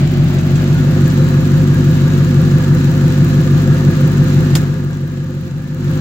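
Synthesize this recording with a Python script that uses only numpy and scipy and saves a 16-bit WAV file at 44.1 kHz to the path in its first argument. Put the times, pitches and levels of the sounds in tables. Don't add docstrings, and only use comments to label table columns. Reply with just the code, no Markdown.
import sys
import numpy as np
from scipy import signal
from scipy.fft import rfft, irfft, next_fast_len
from scipy.io import wavfile
from scipy.ndimage import map_coordinates

SR = 44100
rng = np.random.default_rng(int(sys.argv[2]) if len(sys.argv) > 2 else 0)


def int16_out(signal):
    q = np.round(np.clip(np.atleast_2d(signal).T, -1, 1) * 32767)
    wavfile.write(sys.argv[1], SR, q.astype(np.int16))


def volts(x):
    e = np.asarray(x, float) / 20
    return 10 ** e


N = 264908
LEAD_IN = SR // 2


def unit(x):
    return x / np.sqrt(np.mean(x ** 2) + 1e-20)


def along(points, hz):
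    f, value = np.transpose(points)
    return np.interp(np.log(hz + 1), np.log(f + 1), value)


def colour(points):
    return lambda hz: volts(along(points, hz))


def wobble(rate):
    knots = rng.standard_normal(int(N * rate / SR) + 4)
    return map_coordinates(knots, [np.arange(N) * rate / SR])


def filtered(x, response):
    m = next_fast_len(x.shape[-1] + SR // 3)
    spectrum = rfft(x, m) * response(np.fft.rfftfreq(m, 1 / SR))
    return irfft(spectrum, m)[..., :x.shape[-1]]


def ringing(modes):
    def response(f):
        return sum(sign * volts(db) * 1j * f * width / (centre ** 2 - f * f + 1j * f * width)
                   for centre, width, db, sign in modes)
    return response


# f/Hz, likeness [0 to 1]
PORT_LIKENESS = [(60, 0.11), (250, 0.6), (500, 0.87), (1000, 0.21), (2000, 0.23), (5000, 0.17),
                 (16000, 0.077)]


def noise(response, like=1.0):
    def mid_side(hz):
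        turn = np.arccos(np.clip(along(PORT_LIKENESS, hz) ** like, 0, 1)) / 2
        return response(hz) * [np.cos(turn), np.sin(turn)]
    mid, side = filtered(rng.standard_normal((2, N)), mid_side)
    return unit(np.array([mid + side, mid - side]))


def bursts(rows):
    out, t = np.zeros(N + SR), np.arange(SR // 3) / SR
    for start, db, t60 in rows:
        out[round(start * SR):][:len(t)] += volts(db - 60 * t / t60)
    return out[:N]


def nearness():
    swing_s, knee = 1.0, 12
    swing = np.arange(N) / SR / swing_s + 1e-6
    return np.clip(swing / (1 + swing ** knee) ** (1 / knee), 0, 1)


# t/s, crank speed [rpm]
IDLE_SPEED = [(0.0, 718.3), (0.41, 711.2), (0.76, 722.1), (2.36, 716.0), (2.43, 705.0), (2.51, 721.4),
              (3.44, 725.9), (3.52, 716.1), (4.12, 730.2), (4.43, 715.7), (4.5, 720.1), (5.38, 714.4),
              (5.45, 691.1), (5.65, 746.0), (5.75, 709.4), (6.01, 729.8)]


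def cycles():
    rpm = np.interp(np.arange(N) / SR, *np.transpose(IDLE_SPEED))
    rpm = np.pad(rpm, (LEAD_IN, 0), "edge")
    start_cycle = -.0387
    return start_cycle + (np.cumsum(rpm) - rpm[0] * LEAD_IN) / (120 * SR)


def on_crank(cycle, degrees, db, scatter_db, jitter_ms):
    wanted = np.arange(-2, 40) + degrees / 720
    luck = rng.standard_normal((len(wanted), 2))
    at = np.interp(wanted, cycle, np.arange(len(cycle)), right=-SR)
    at = at + luck[:, 0] * jitter_ms * SR / 1000
    inside = (at >= 0) & (at < len(cycle))
    strength = volts(db + scatter_db * luck[inside, 1])
    return np.bincount(at[inside].astype(int), strength, len(cycle))


# crank angle [degrees], level/dB, exhaust bank [0 or 1]
FIRINGS = [(-38.0, -0.1, 1), (58.0, 3.2, 1), (152.8, 1.4, 0), (231.6, 3.7, 1), (331.6, 2.4, 0),
           (414.3, 0.5, 0), (501.3, -0.2, 1), (598.1, -0.4, 0)]
# f/Hz, width/Hz, level/dB, polarity
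BANK_A_MODES = [(50.5, 9.0, -43.4, -1), (90.8, 20.7, -23.4, -1), (94.5, 12.9, -21.5, 1),
                (138.6, 9.0, -27.8, -1), (178.4, 85.9, -27.4, 1), (195.3, 20.2, -25.4, -1),
                (233.2, 49.8, -30.2, -1), (242.9, 9.0, -29.6, 1), (268.0, 9.0, -42.0, 1),
                (303.8, 9.0, -41.5, -1), (309.7, 9.0, -44.3, 1), (337.7, 9.0, -45.4, 1),
                (349.3, 19.4, -34.8, -1), (353.5, 9.0, -33.1, 1)]
BANK_B_MODES = [(99.2, 133.3, -19.2, -1), (118.0, 179.6, -18.3, 1), (133.2, 11.6, -21.7, -1),
                (157.2, 9.0, -24.5, 1), (173.0, 9.0, -28.8, -1), (198.8, 9.0, -27.8, -1),
                (237.5, 27.1, -34.7, 1), (239.3, 90.1, -30.0, -1), (364.6, 9.0, -50.8, 1),
                (365.5, 196.2, -40.9, -1)]
# f/Hz, level/dB
EXHAUST_COLOUR = [(40, -.7), (100, -1.2), (150, -.7), (200, -.5), (238, -.5), (268, 5), (310, 2.5),
                  (356, 5), (400, -1), (450, -14), (700, -45)]
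# f/Hz, density [dB per Hz]
GAS_FLUTTER = [(25, -50), (60, -19), (90, -14), (115, -7), (142, 0), (175, -7), (205, -11), (262, -7),
               (290, -15), (330, -15), (372, -9), (410, -17), (460, -34), (600, -120)]


def exhaust(cycle):
    banks = np.zeros((2, len(cycle)))
    for degrees, db, bank in FIRINGS:
        banks[int(bank)] += on_crank(cycle, degrees, db, scatter_db=1.1, jitter_ms=.08)
    banks = banks * misfires(len(cycle))
    beat = filtered(banks[0], ringing(BANK_A_MODES)) + filtered(banks[1], ringing(BANK_B_MODES))
    beat = filtered(beat * SR / 12, colour(EXHAUST_COLOUR))[LEAD_IN:]
    boom = filtered(beat, colour([(55, -4.0), (75, -64)]))
    beat = beat + (1 - nearness()) * boom
    flutter = volts(-18) * noise(colour(GAS_FLUTTER), like=2.5)
    return volts(9.5) * beat + flutter


# crank angle [degrees], level/dB
COVER_DRIVE = [(0, 4.5), (70, -6), (120, 2.5), (230, -1), (290, 2.5), (490, -0.5), (545, 2), (612, -0.5),
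               (720, -1.5)]
# f/Hz, width/Hz, level/dB, polarity
COVER_MODES = [(518, 26, 2.5, 1), (673, 17, -8.5, 1), (789, 18, -13, 1), (905, 24, -13.5, 1),
               (1213, 28, -11, -1), (1440, 34, -12.5, 1), (1660, 42, -10, -1), (1790, 60, -14, 1)]
# f/Hz, level/dB
COVER_COLOUR = [(420, -8), (470, -4), (520, 0), (565, -5), (640, -1), (700, 0)]
# f/Hz, density [dB per Hz]
BLOCK_ABOVE = [(300, -120), (400, 3), (460, -14), (600, -20.5), (850, -17), (1100, -13.5), (1350, -9.5),
               (1750, -13.5), (2100, -23), (2800, -120)]
# f/Hz, density [dB per Hz]
BLOCK_ASIDE = [(240, -29), (400, -0.5), (484, -22), (567, -2.5), (630, -2.5), (754, -6.5), (962, -13),
               (1600, -11), (1740, -13), (2890, -17.5), (5000, -24), (6500, -57), (11000, -120)]


def block(cycle):
    crank_degrees = cycle[LEAD_IN:] % 1 * 720
    drive = volts(1.1 * np.interp(crank_degrees, *np.transpose(COVER_DRIVE)))
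    covers = unit(drive * noise(lambda hz: ringing(COVER_MODES)(hz) * colour(COVER_COLOUR)(hz)))
    above = unit(volts(.8 * wobble(14)) * noise(colour(BLOCK_ABOVE)) + volts(2.5) * covers)
    aside = volts(.4 + 1.5 * wobble(25)) * noise(colour(BLOCK_ASIDE))
    near = nearness()
    return np.sqrt(near) * above + np.sqrt(1 - near) * aside


# crank angle [degrees], fizz level/dB, clack above fizz [dB]
TICKS = [(32, -40.4, -0.7), (122, -50.6, 5.7), (150, -54.1, 3.9), (219, -45.7, 0.9), (266, -43.5, -2.7),
         (298, -35.8, -4.8), (397, -47.1, 4.9), (448, -44.9, 1.8), (480, -39.5, -1.5), (534, -41.6, -3.5),
         (570, -41.7, 2.5), (673, -50.0, 5.4), (695, -54.1, 2.1), (716, -40.8, 1.8)]
# f/Hz, density [dB per Hz]
RUSH_COLOUR = [(1300, -63), (1900, 0), (2800, 0.5), (3300, -3), (4000, -0.5), (5300, -7), (7200, -5),
               (8600, -21.5), (10000, -18.5), (13400, -14.5), (15500, -17), (16500, -41)]
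# f/Hz, density [dB per Hz]
FIZZ_COLOUR = [(7000, -120), (8300, -12), (11000, -12), (13000, -9), (14500, -3.5), (15600, 0), (16500, 0)]
# f/Hz, density [dB per Hz]
CLACK_COLOUR = [(1500, -120), (2500, 2), (5000, -8), (7200, -2), (8200, -8), (9000, -120)]


def valve_train(cycle, rush_db, tick_db):
    t = np.arange(SR // 40) / SR
    puff = (1 - np.exp(-t / .0009)) * volts(-60 * t / .013)
    fizz, clack = np.zeros((2, len(cycle)))
    for degrees, db, more_db in TICKS:
        fizz += on_crank(cycle, degrees - 5, db, scatter_db=1.6, jitter_ms=.25)
        clack += on_crank(cycle, degrees - 5, db + more_db, scatter_db=2.5, jitter_ms=.4)
    fizz, clack = (unit(signal.fftconvolve(hits, puff)[LEAD_IN:][:N]) for hits in (fizz, clack))
    rush = volts(rush_db + 0.98 + .6 * wobble(17)) * noise(colour(RUSH_COLOUR))
    ticks = volts(tick_db) * fizz * noise(colour(FIZZ_COLOUR))
    clacks = volts(rush_db - 7.5) * clack * noise(colour(CLACK_COLOUR))
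    return rush + ticks + clacks


# f/Hz at 720 rpm, level/dB under the block, sway to either side [Hz]
PULLEY_WHINES = [
    (1670, -13, 28),
    (1195, -18, 20),
]


def pulleys(cycle):
    turn = cycle[LEAD_IN:]
    whines = 0
    for hz, db, sway_hz in PULLEY_WHINES:
        per_cycle = hz / 6
        sway = sway_hz / 6 * np.sin(2 * np.pi * turn)
        drift = 2 * np.pi * np.cumsum(sway_hz * wobble(9)) / SR
        whines = whines + volts(db + 3 * wobble(12)) * np.sin(2 * np.pi * per_cycle * turn + sway + drift)
    return nearness() * whines


# t/s, f/Hz, level/dB, t60/s
LOOSE_PARTS = [(.005, 2300, -32, .06), (.065, 2300, -32, .06), (.07, 4000, -35, .05), (.09, 3000, -34, .06),
               (.255, 3650, -33, .06), (.59, 1650, -31, .2), (.655, 3600, -35, .05), (.75, 1450, -32, .4),
               (.79, 3450, -35, .05), (1.095, 5100, -36, .06), (2.095, 3700, -35, .1),
               (2.395, 3900, -35, .08)]


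def rattles():
    out, t = np.zeros(N + SR), np.arange(SR // 3) / SR
    for start, hz, db, t60 in LOOSE_PARTS:
        envelope = volts(db - 60 * t / t60) * (1 - np.exp(-t / 0.0013))
        out[round(start * SR):][:len(t)] += envelope * np.sin(2 * np.pi * hz * t)
    return out[:N]


# t/s, level/dB, t60/s
CABLE_RAPS = [
    (.385, -33.5, .12),
    (.555, -31.5, .14),
    (1.055, -34, .1),
    (1.1, -34, .08),
    (4.93, -41, .1),
]


def cable_raps():
    return bursts(CABLE_RAPS) * noise(colour(CLACK_COLOUR))


# t/s, level/dB
POOR_FIRINGS = [(.396, -5), (2.443, -8), (3.981, -5), (5.441, -11), (5.462, -6), (5.485, -6), (5.669, -8)]


def misfires(size):
    t = (np.arange(size) - LEAD_IN) / SR
    reach_s = .008
    return volts(sum(db * (np.abs(t - at) < reach_s) for at, db in POOR_FIRINGS))


# start t/s, length/s, f/Hz, level/dB under the rush
AIR_LEAKS = [(1.0, .5, 3980, -9), (1.5, .9, 3870, -13), (2.45, .8, 4040, -12), (3.0, .7, 4030, -15),
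             (3.9, .9, 4035, -11), (4.6, 1.6, 4030, -13)]


def whistle():
    t = np.arange(N) / SR
    drift = 2 * np.pi * np.cumsum(25 * wobble(60)) / SR
    spells = np.zeros(N)
    for start, length, hz, db in AIR_LEAKS:
        swell = np.abs(np.sin(np.pi * np.clip((t - start) / length, 0, 1))) ** .5
        spells += volts(db) * swell * np.sin(2 * np.pi * hz * t + drift)
    return volts(-2 + 2 * wobble(30)) * spells


# t/s, peak level/dB, t60/s
CLAMP_CONTACTS = [
    (4.5522, -13, .008),
    (4.5531, -11, .006),
    (4.5541, -11, .007),
    (4.5577, -10, .004),
    (4.575, -27, .01),
]
JAW_DRIVE = [0, 0, 2, -9, -3]
# f/Hz, width/Hz, level/dB
JAW_MODES = [(2700, 200, 0), (3550, 240, 3), (4900, 200, -3.5), (6200, 300, -8), (7100, 500, -9)]
# f/Hz, density [dB per Hz]
CRACK_COLOUR = [(700, -40), (1500, -5), (3300, 0), (7500, -5), (8500, -8), (15500, -8), (16500, -12)]
# f/Hz, density [dB per Hz]
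BAY_TAIL = [(300, -41), (700, -1.5), (2000, -7), (4500, -8), (7500, -5), (8500, -14), (15500, -13),
            (16500, -42)]


def clamp():
    crack = bursts(CLAMP_CONTACTS) * noise(colour(CRACK_COLOUR), like=0.59)
    at, db, _ = np.transpose(CLAMP_CONTACTS)
    blows = np.bincount((at * SR).astype(int), volts(db + JAW_DRIVE), N)
    modes = [(hz, width, level, (-1) ** k) for k, (hz, width, level) in enumerate(JAW_MODES)]
    snap = volts(-5) * crack + volts(19.5) * filtered(blows, ringing(modes))
    bay = bursts([(4.555, -17.5, 0.12)]) * noise(colour(BAY_TAIL), like=1.4)
    return snap + bay


def ducking():
    t = np.arange(N) / SR
    duck_at_s, depth_db, fall_s = 4.57, -10.5, .23
    recover_at_s, recover_s, share_given_back = 5.75, 0.15, 0.72
    sunk = 1 - np.exp(-np.clip(t - duck_at_s, 0, None) / fall_s)
    recovered = np.clip((t - recover_at_s) / recover_s, 0, 1)
    return depth_db * sunk * (1 - share_given_back * recovered)


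def scene():
    block_db, rush_db, tick_db = -20.5, -28.5, -33
    over_db, beside_db = -8, -2.5
    cycle = cycles()
    engine = exhaust(cycle) + volts(block_db) * (block(cycle) + pulleys(cycle))
    left, right = engine + valve_train(cycle, rush_db, tick_db)
    lead = 6
    engine = np.array([left, np.pad(right, (lead, 0), "edge")[:N]])
    level_db = over_db + beside_db * (1 - nearness()) + ducking()
    close_by = clamp() + cable_raps() + rattles()
    return volts(level_db) * (engine + volts(rush_db) * whistle()) + close_by


def top_cut(x):
    return signal.sosfilt(signal.butter(12, 16850, fs=SR, output="sos"), x)


# f/Hz, level/dB
LEFT_OVER_RIGHT = [(60, .4), (150, .7), (300, -.3), (600, -3.3), (1300, 3.8), (2500, 1), (5000, -3),
                   (9000, -.2), (15000, -.6)]


def record(dry):
    def ports(hz):
        tilt = along(LEFT_OVER_RIGHT, hz) / 2
        band_limit = volts(-np.clip(hz - 15850, 0, 2000) / 7)
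        return volts([tilt, -tilt]) * band_limit
    x = filtered(dry, ports)
    x = x / (1 + np.abs(x / .99) ** 8) ** (1 / 8)
    return top_cut(x)


dry = scene()
out = record(dry)
int16_out(out)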